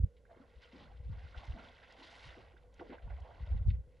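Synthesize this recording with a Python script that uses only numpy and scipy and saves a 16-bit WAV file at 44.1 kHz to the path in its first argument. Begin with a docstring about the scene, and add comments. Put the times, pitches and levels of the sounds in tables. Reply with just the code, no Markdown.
"""A gust thumps the microphone, then horses are heard wading through a shallow pond some way off.
Their legs churn up ringing bubbles and throw spray that patters back onto the water.
Hooves plunge with hollow gulps and slaps, single bubbles plink, and stony banks add a short echo.
Wind rumbles throughout and buffets hard again near the end, over a faint hiss and a soft, hollow drone."""
import sys
import numpy as np
from scipy import signal
from scipy.fft import rfft, irfft
from scipy.io import wavfile
from scipy.ndimage import uniform_filter1d

SR = 44100
rng = np.random.default_rng(int(sys.argv[2]) if len(sys.argv) > 2 else 0)


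def output_pcm(signal):
    """Save a mono or channel-first signal as 16-bit PCM at the path in sys.argv[1].

    Samples are clipped to [-1, 1] before scaling.
    """
    pcm = np.clip(np.atleast_2d(signal).T, -1, 1) * 32767
    wavfile.write(sys.argv[1], SR, np.round(pcm).astype(np.int16))


N = 176400  # 4 seconds


def amp(db):
    """Turns decibels into a number to multiply by."""
    return 10 ** (np.asarray(db) / 20)


def unit(x):
    """Scales a sound to an average strength (rms) of 1."""
    return x / np.sqrt(np.mean(x ** 2) + 1e-20)


def level(curve):
    """Joins (t/s, level/dB) points into a gain for every sample."""
    s, db = np.transpose(curve)
    return amp(np.interp(np.arange(N) / SR, s, db))


def colour(x, spectrum):
    """Shapes the tone with (f/Hz, level/dB) points, then scales to strength 1."""
    hz, db = np.transpose(spectrum)
    f = np.fft.rfftfreq(N, 1 / SR)
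    return unit(irfft(rfft(x) * amp(np.interp(np.log(f + 1), np.log(hz), db)), N))


def steadied(x, share):
    """Smooths away a share of the chance swells in a noise."""
    return unit(x / (abs(signal.hilbert(x)) + 0.17) ** share)


def add(mix, s, sound):
    """Mixes a sound in, starting at s seconds."""
    part = mix[max(round(s * SR), 0):][:len(sound)]
    part += sound[:len(part)]


def bubble(hz, cycles, rise=0.047):
    """A fading ring whose pitch rises as the bubble nears the surface."""
    turns = np.arange(int(6 * cycles * SR / hz) + 2) * hz / SR
    age = turns / cycles
    shape = (1 - np.exp(-2 * turns)) * np.exp(-age)
    return shape * np.sin(2 * np.pi * turns * (1 + rise * age / 2))


def swarm(low_hz, high_hz, per_s, cycles, spread_db, sizes):
    """Bubbles of many sizes start ringing at random moments."""
    out = np.zeros(N)
    for hz in np.geomspace(low_hz, high_hz, sizes):
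        starts = rng.random(N) < per_s / sizes / SR
        kicks = starts * amp(spread_db * np.minimum(rng.exponential(1, N), 4))
        out += signal.oaconvolve(kicks * rng.choice([-1, 1], N), bubble(hz, cycles) * hz)[:N]
    return unit(out)


def bursts(table, octaves=0.86, attack_s=0.00131, top_hz=4500, spread_db=8):
    """Short rushes of tiny impacts, each rush around its own pitch; distance dulls them."""
    out, size = np.zeros(N), 16384
    t, f = np.arange(size) / SR, np.fft.rfftfreq(size, 1 / SR)
    dull = 1 / np.sqrt(1 + (f / top_hz) ** 10)
    for s, length, db, hz in table:
        impacts = rng.standard_normal(size) * amp(spread_db * np.clip(rng.standard_normal(size), -2, 2))
        band = (1 + (np.log2((f + 1) / hz) / octaves) ** 2 / 2) ** -2.5
        shape = (1 - np.exp(-t / attack_s)) * np.exp(-(t / length) ** 2 / 2)
        rush = shape * irfft(rfft(impacts) * band * dull)
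        add(out, s, amp(db) * rush * np.linalg.norm(shape) / np.linalg.norm(rush))
    return out


# Tone of the faint hiss (f/Hz, relative level/dB)
HISS_TONE = [(30, 3.5), (250, -2), (700, -10.5), (1000, -15), (2500, -23.5), (8000, -28.5), (10500, -30),
             (11700, -41.5)]
def background(drone_hz=497.3, width_hz=54.5):
    """Faint hiss, and a narrow band of noise that sounds like a hollow drone."""
    mid, side, drive = rng.standard_normal((3, N))
    f = np.fft.rfftfreq(N, 1 / SR)
    drone = unit(irfft(rfft(drive) / (1 + ((f - drone_hz) / width_hz) ** 2), N))
    hiss = colour(mid, HISS_TONE) + 0.28 * np.array([[1], [-1]]) * colour(side, HISS_TONE)
    return amp(-75.5) * hiss + amp(-71.5) * drone


# Light breeze on the microphone (t/s, level/dB)
BREEZE = [(0, -62), (.45, -68), (.7, -68.5), (.95, -53), (1.6, -60.5), (1.8, -67), (2.1, -67.5),
          (2.4, -60.5), (2.7, -63), (3.4, -59), (3.85, -57.5), (4, -63.5)]
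# Separate gusts (peak t/s, half-length/s, level/dB)
GUSTS = [(0.018, 0.03, -34.5), (0.043, 0.0064, -25.5), (0.579, 0.012, -52), (1.006, 0.0047, -43.5),
         (1.099, 0.033, -38.5), (1.178, 0.024, -47.5), (1.249, 0.013, -47), (1.381, 0.0098, -44),
         (1.5, 0.01, -35), (1.544, 0.0068, -40.5), (2.281, 0.025, -51.5), (3.054, 0.013, -41.5),
         (3.127, 0.04, -42), (3.226, 0.014, -44.5), (3.429, 0.015, -38), (3.478, 0.0055, -46),
         (3.541, 0.029, -31), (3.61, 0.014, -33), (3.68, 0.016, -26.5), (3.73, 0.027, -33),
         (3.793, 0.014, -38.5)]
# Starting tone of the rumble, and tone of the brighter buffeting (f/Hz, relative level/dB)
RUMBLE_TONE = [(18, -35), (32, -12), (58, 3.5), (80, -4.5), (120, -15.5), (180, -21.5), (300, -59)]
BUFFET_TONE = [(40, -25), (90, 28.5), (135, -2.5), (190, -12.5), (280, -24.5), (500, -55.5), (1500, -86)]
def eddies(strong_gust_db=-36, growth=1.45):
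    """Swirling air pushes on the microphone: a rumble that brightens as the gust gets stronger."""
    t = np.arange(N) / SR
    gust_power = sum((amp(db) * np.exp(-((t - s) / half) ** 2 / 2)) ** 2 for s, half, db in GUSTS)
    fade_in = 1 - np.exp(-(t / 0.002) ** 2)
    force = np.sqrt(level(BREEZE) ** 2 + gust_power) * fade_in
    rumble = steadied(colour(rng.standard_normal(N), RUMBLE_TONE), share=0.75)
    rumble = colour(rumble, [(170, -7), (400, -17.5), (1500, -73.5)])  # keep only the low end
    buffet = colour(rng.standard_normal(N), BUFFET_TONE)
    buffet_gain = amp(strong_gust_db - 7) * (force / amp(strong_gust_db)) ** growth
    return force * rumble + buffet_gain * buffet


def wind(alike=0.9):
    """Nearly the same swirls reach the left and right microphones."""
    return eddies() + np.sqrt((1 - alike) / (1 + alike)) * np.array([[1], [-1]]) * eddies()


def banks(x, fade_60db_s=0.16):
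    """The stony banks add a short, dull echo, different at each microphone."""
    t = np.arange(SR // 2) / SR
    echoes = rng.standard_normal((2, len(t))) * (t > .006) * amp(-60 * t / fade_60db_s)
    echoes = signal.lfilter(*signal.butter(1, 1500, fs=SR), echoes / np.linalg.norm(echoes[0]))
    return x + amp(-10) * signal.oaconvolve(x[None], echoes, axes=1)[:, :N]


def clumps(length_s=0.016, depth_db=2.1):
    """Water lands in uneven handfuls, so its loudness flickers quickly."""
    width = int(length_s * SR)
    wobble = uniform_filter1d(uniform_filter1d(rng.standard_normal(N), width), width)
    return unit(amp(depth_db * unit(wobble)))


# Spray falling back on the pond (t/s, level/dB)
SPRAY_LEVEL = [(0, -90), (.22, -94.5), (.31, -82), (.57, -76), (.64, -67), (.71, -69.5), (.82, -66.5),
               (.88, -73.5), (1.11, -78), (1.14, -69.5), (1.35, -68.5), (1.385, -63.5), (1.43, -67),
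               (1.5, -65), (1.62, -65), (1.78, -68), (1.95, -67), (2.03, -61.5), (2.28, -62.5), (2.42, -67),
               (2.53, -76), (2.7, -90), (2.8, -69.5), (2.94, -74.5), (3.01, -79), (3.12, -75.5),
               (3.33, -73), (3.56, -71), (3.65, -83.5), (3.73, -77), (3.82, -93), (4, -82.5)]
# Tone of the drops and of the fine mist (f/Hz, relative level/dB)
SPRAY_TONE = [(400, -22.5), (900, -3.5), (1500, -4.5), (2100, -0.5), (2700, -1.5), (3600, -5.5),
              (5000, -13), (7000, -30), (12000, -54)]
MIST_TONE = [(2000, -9), (3700, 5.5), (5800, -4), (7500, -12), (10000, -14), (12000, -43)]
def spray(mist_per_s=2200, mist_growth=2.33):
    """Falling drops ring as tiny bubbles; the hardest splashes add a crackling mist."""
    flicker, gain = clumps(), level(SPRAY_LEVEL)
    drops = swarm(819, 8260, per_s=4200, cycles=3, spread_db=2.5, sizes=30)
    crackle = rng.standard_normal(N) * (rng.random(N) < mist_per_s / SR)
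    mist = amp(-67) * (gain / gain.max()) ** mist_growth * colour(crackle, MIST_TONE)
    return flicker * (gain * colour(drops, SPRAY_TONE) + mist)


def stray_bubbles():
    """A few longer-ringing bubbles stand out, swelling and fading with the spray."""
    return amp(-11) * level(SPRAY_LEVEL) * swarm(1200, 3800, per_s=80, cycles=9.5, spread_db=5, sizes=24)


# Single drops landing (t/s, level/dB)
DROP_TICKS = [(1.451, -67), (1.689, -76), (1.923, -64), (2.74, -69), (3.202, -71), (3.675, -72)]
def ticks(length_s=0.0043, hz=4430):
    """A drop strikes the surface with a sharp tick."""
    return bursts([(s, length_s, db, hz) for s, db in DROP_TICKS], top_hz=9400)


# Single large bubbles (t/s, peak level/dB, f/Hz)
BIG_BUBBLES = [(0.253, -61.5, 1550), (.314, -52, 630), (0.4, -53.5, 250), (0.654, -60.5, 498),
               (1.267, -55, 1350), (1.345, -50, 1405), (2.022, -54, 950), (2.538, -62, 340),
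               (2.567, -58.5, 1490), (2.64, -62.5, 713), (2.812, -44, 332), (2.899, -50, 306),
               (2.983, -53, 1520), (3.077, -57, 854), (3.104, -48.5, 710), (3.471, -56.5, 593),
               (3.702, -54.5, 3520)]
def plinks(cycles=3.4, shed_within_s=0.018, shed_octaves=0.35):
    """Each large bubble rings and sheds three weaker ones, so that it gurgles."""
    out = np.zeros(N)
    for s, db, hz in BIG_BUBBLES:
        ring = bubble(hz, cycles)
        add(out, s, amp(db) * ring / abs(ring).max())
        for delay, octaves in rng.uniform([0, -1], [1, 2], size=(3, 2)) * [shed_within_s, shed_octaves]:
            add(out, s + delay, amp(db - 8.5) * bubble(hz * 2 ** octaves, cycles))
    return out


# Water stirred by the legs: its loudness (t/s, level/dB) and tone (f/Hz, relative level/dB)
SLOSH_LEVEL = [(0, -91), (.24, -98), (.31, -64), (.45, -71.5), (.58, -81.5), (.71, -72), (.79, -64.5),
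               (.9, -67.5), (1.09, -80.5), (1.14, -65), (1.31, -71.5), (1.37, -59), (1.52, -61.5),
               (1.61, -56.5), (1.68, -64), (1.8, -71), (2.03, -64.5), (2.38, -63.5), (2.49, -68),
               (2.56, -77.5), (2.76, -77.5), (2.85, -68), (3.04, -68.5), (3.1, -63.5), (3.2, -66),
               (3.29, -69), (3.37, -65), (3.52, -66.5), (3.68, -75.5), (3.8, -86)]
SLOSH_TONE = [(130, -3.5), (220, -3), (400, -8), (560, 1), (700, 5), (1000, -1), (1500, -5.5), (2500, -15),
              (6000, -72)]
def slosh():
    """The legs push up surges of bubbles that ring together."""
    churn = swarm(191, 2200, per_s=1700, cycles=4.83, spread_db=3.5, sizes=36)
    return level(SLOSH_LEVEL) * colour(churn, SLOSH_TONE)


# Low gulps and bright slaps of the hooves (t/s, length/s, level/dB, centre f/Hz)
HOOF_GULPS = [(.305, 0.01, -66, 680), (.365, 0.0093, -57, 330), (.73, 0.075, -58, 214),
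              (1.54, 0.078, -58.5, 217), (1.98, 0.066, -64.5, 297), (2.365, 0.026, -57.5, 330),
              (2.794, 0.012, -51.5, 285), (2.807, 0.016, -49, 650), (2.835, 0.064, -60.5, 340),
              (2.895, 0.025, -48.5, 282), (2.922, 0.023, -51, 643), (3.245, 0.058, -57.5, 647)]
HOOF_SLAPS = [(.165, 0.014, -75, 2720), (.795, 0.036, -67, 3340), (1.122, 0.033, -70.5, 1070),
              (1.373, 0.024, -60.5, 2970), (1.585, 0.02, -62.5, 2020), (1.827, 0.018, -60, 1690),
              (2.025, 0.03, -60, 3660), (2.286, 0.016, -58.5, 2070), (2.792, 0.0084, -54.5, 1680),
              (2.9, 0.053, -63, 1690), (2.927, 0.025, -63.5, 2030), (3.02, 0.02, -70, 2500),
              (3.098, 0.018, -63, 1610), (3.68, 0.02, -71, 3090), (3.701, 0.0076, -56, 2560)]
def hooves():
    """Hooves slap the water, and the hollows behind them collapse with a gulp."""
    gulps = bursts(HOOF_GULPS, octaves=0.6, attack_s=0.0025, spread_db=10.5)
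    return gulps + bursts(HOOF_SLAPS)


def scene():
    """Horses straight ahead between the banks, wind right at the microphones."""
    wading = spray() + slosh() + stray_bubbles() + hooves() + ticks() + plinks()
    return banks(wading) + wind() + background()


def camera_body(x, resonances):
    """The camera body makes some pitches louder and others softer at one microphone."""
    for hz, width, db in resonances:
        angle, gain = 2 * np.pi * hz / SR, amp(db / 2)
        spread, centre = np.sin(angle) * width / hz / 2, -2 * np.cos(angle)
        x = signal.lfilter([1 + spread * gain, centre, 1 - spread * gain],
                           [1 + spread / gain, centre, 1 - spread / gain], x)
    return x


# Peaks and dips from the camera body at each microphone (f/Hz, width/Hz, level change/dB)
LEFT_RESONANCES = [(258, 180, 2.5), (800, 220, -3), (1472, 99, -9.5), (1937, 250, 4)]
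RIGHT_RESONANCES = [(830, 980, 0.5), (1233, 122, -19.5), (1493, 810, 11), (1755, 113, -18.5),
                    (2010, 220, 2.5), (2425, 200, -9)]
def record(dry, lag_hz=8560, lag_width_hz=770, top_hz=15800):
    """Each microphone has its own tone, the left lags around one pitch, and the top treble is cut."""
    b, a = signal.iirnotch(lag_hz, lag_hz / lag_width_hz, SR)
    left = signal.lfilter(2 * b - a, a, camera_body(dry[0], LEFT_RESONANCES))  # 2b - a only delays
    right = camera_body(dry[1], RIGHT_RESONANCES)
    treble_cut = signal.firwin(511, top_hz, window=("kaiser", 9), fs=SR)
    return signal.oaconvolve(np.array([left, right]), treble_cut[None], "same")


dry = scene()
out = record(dry)
output_pcm(out)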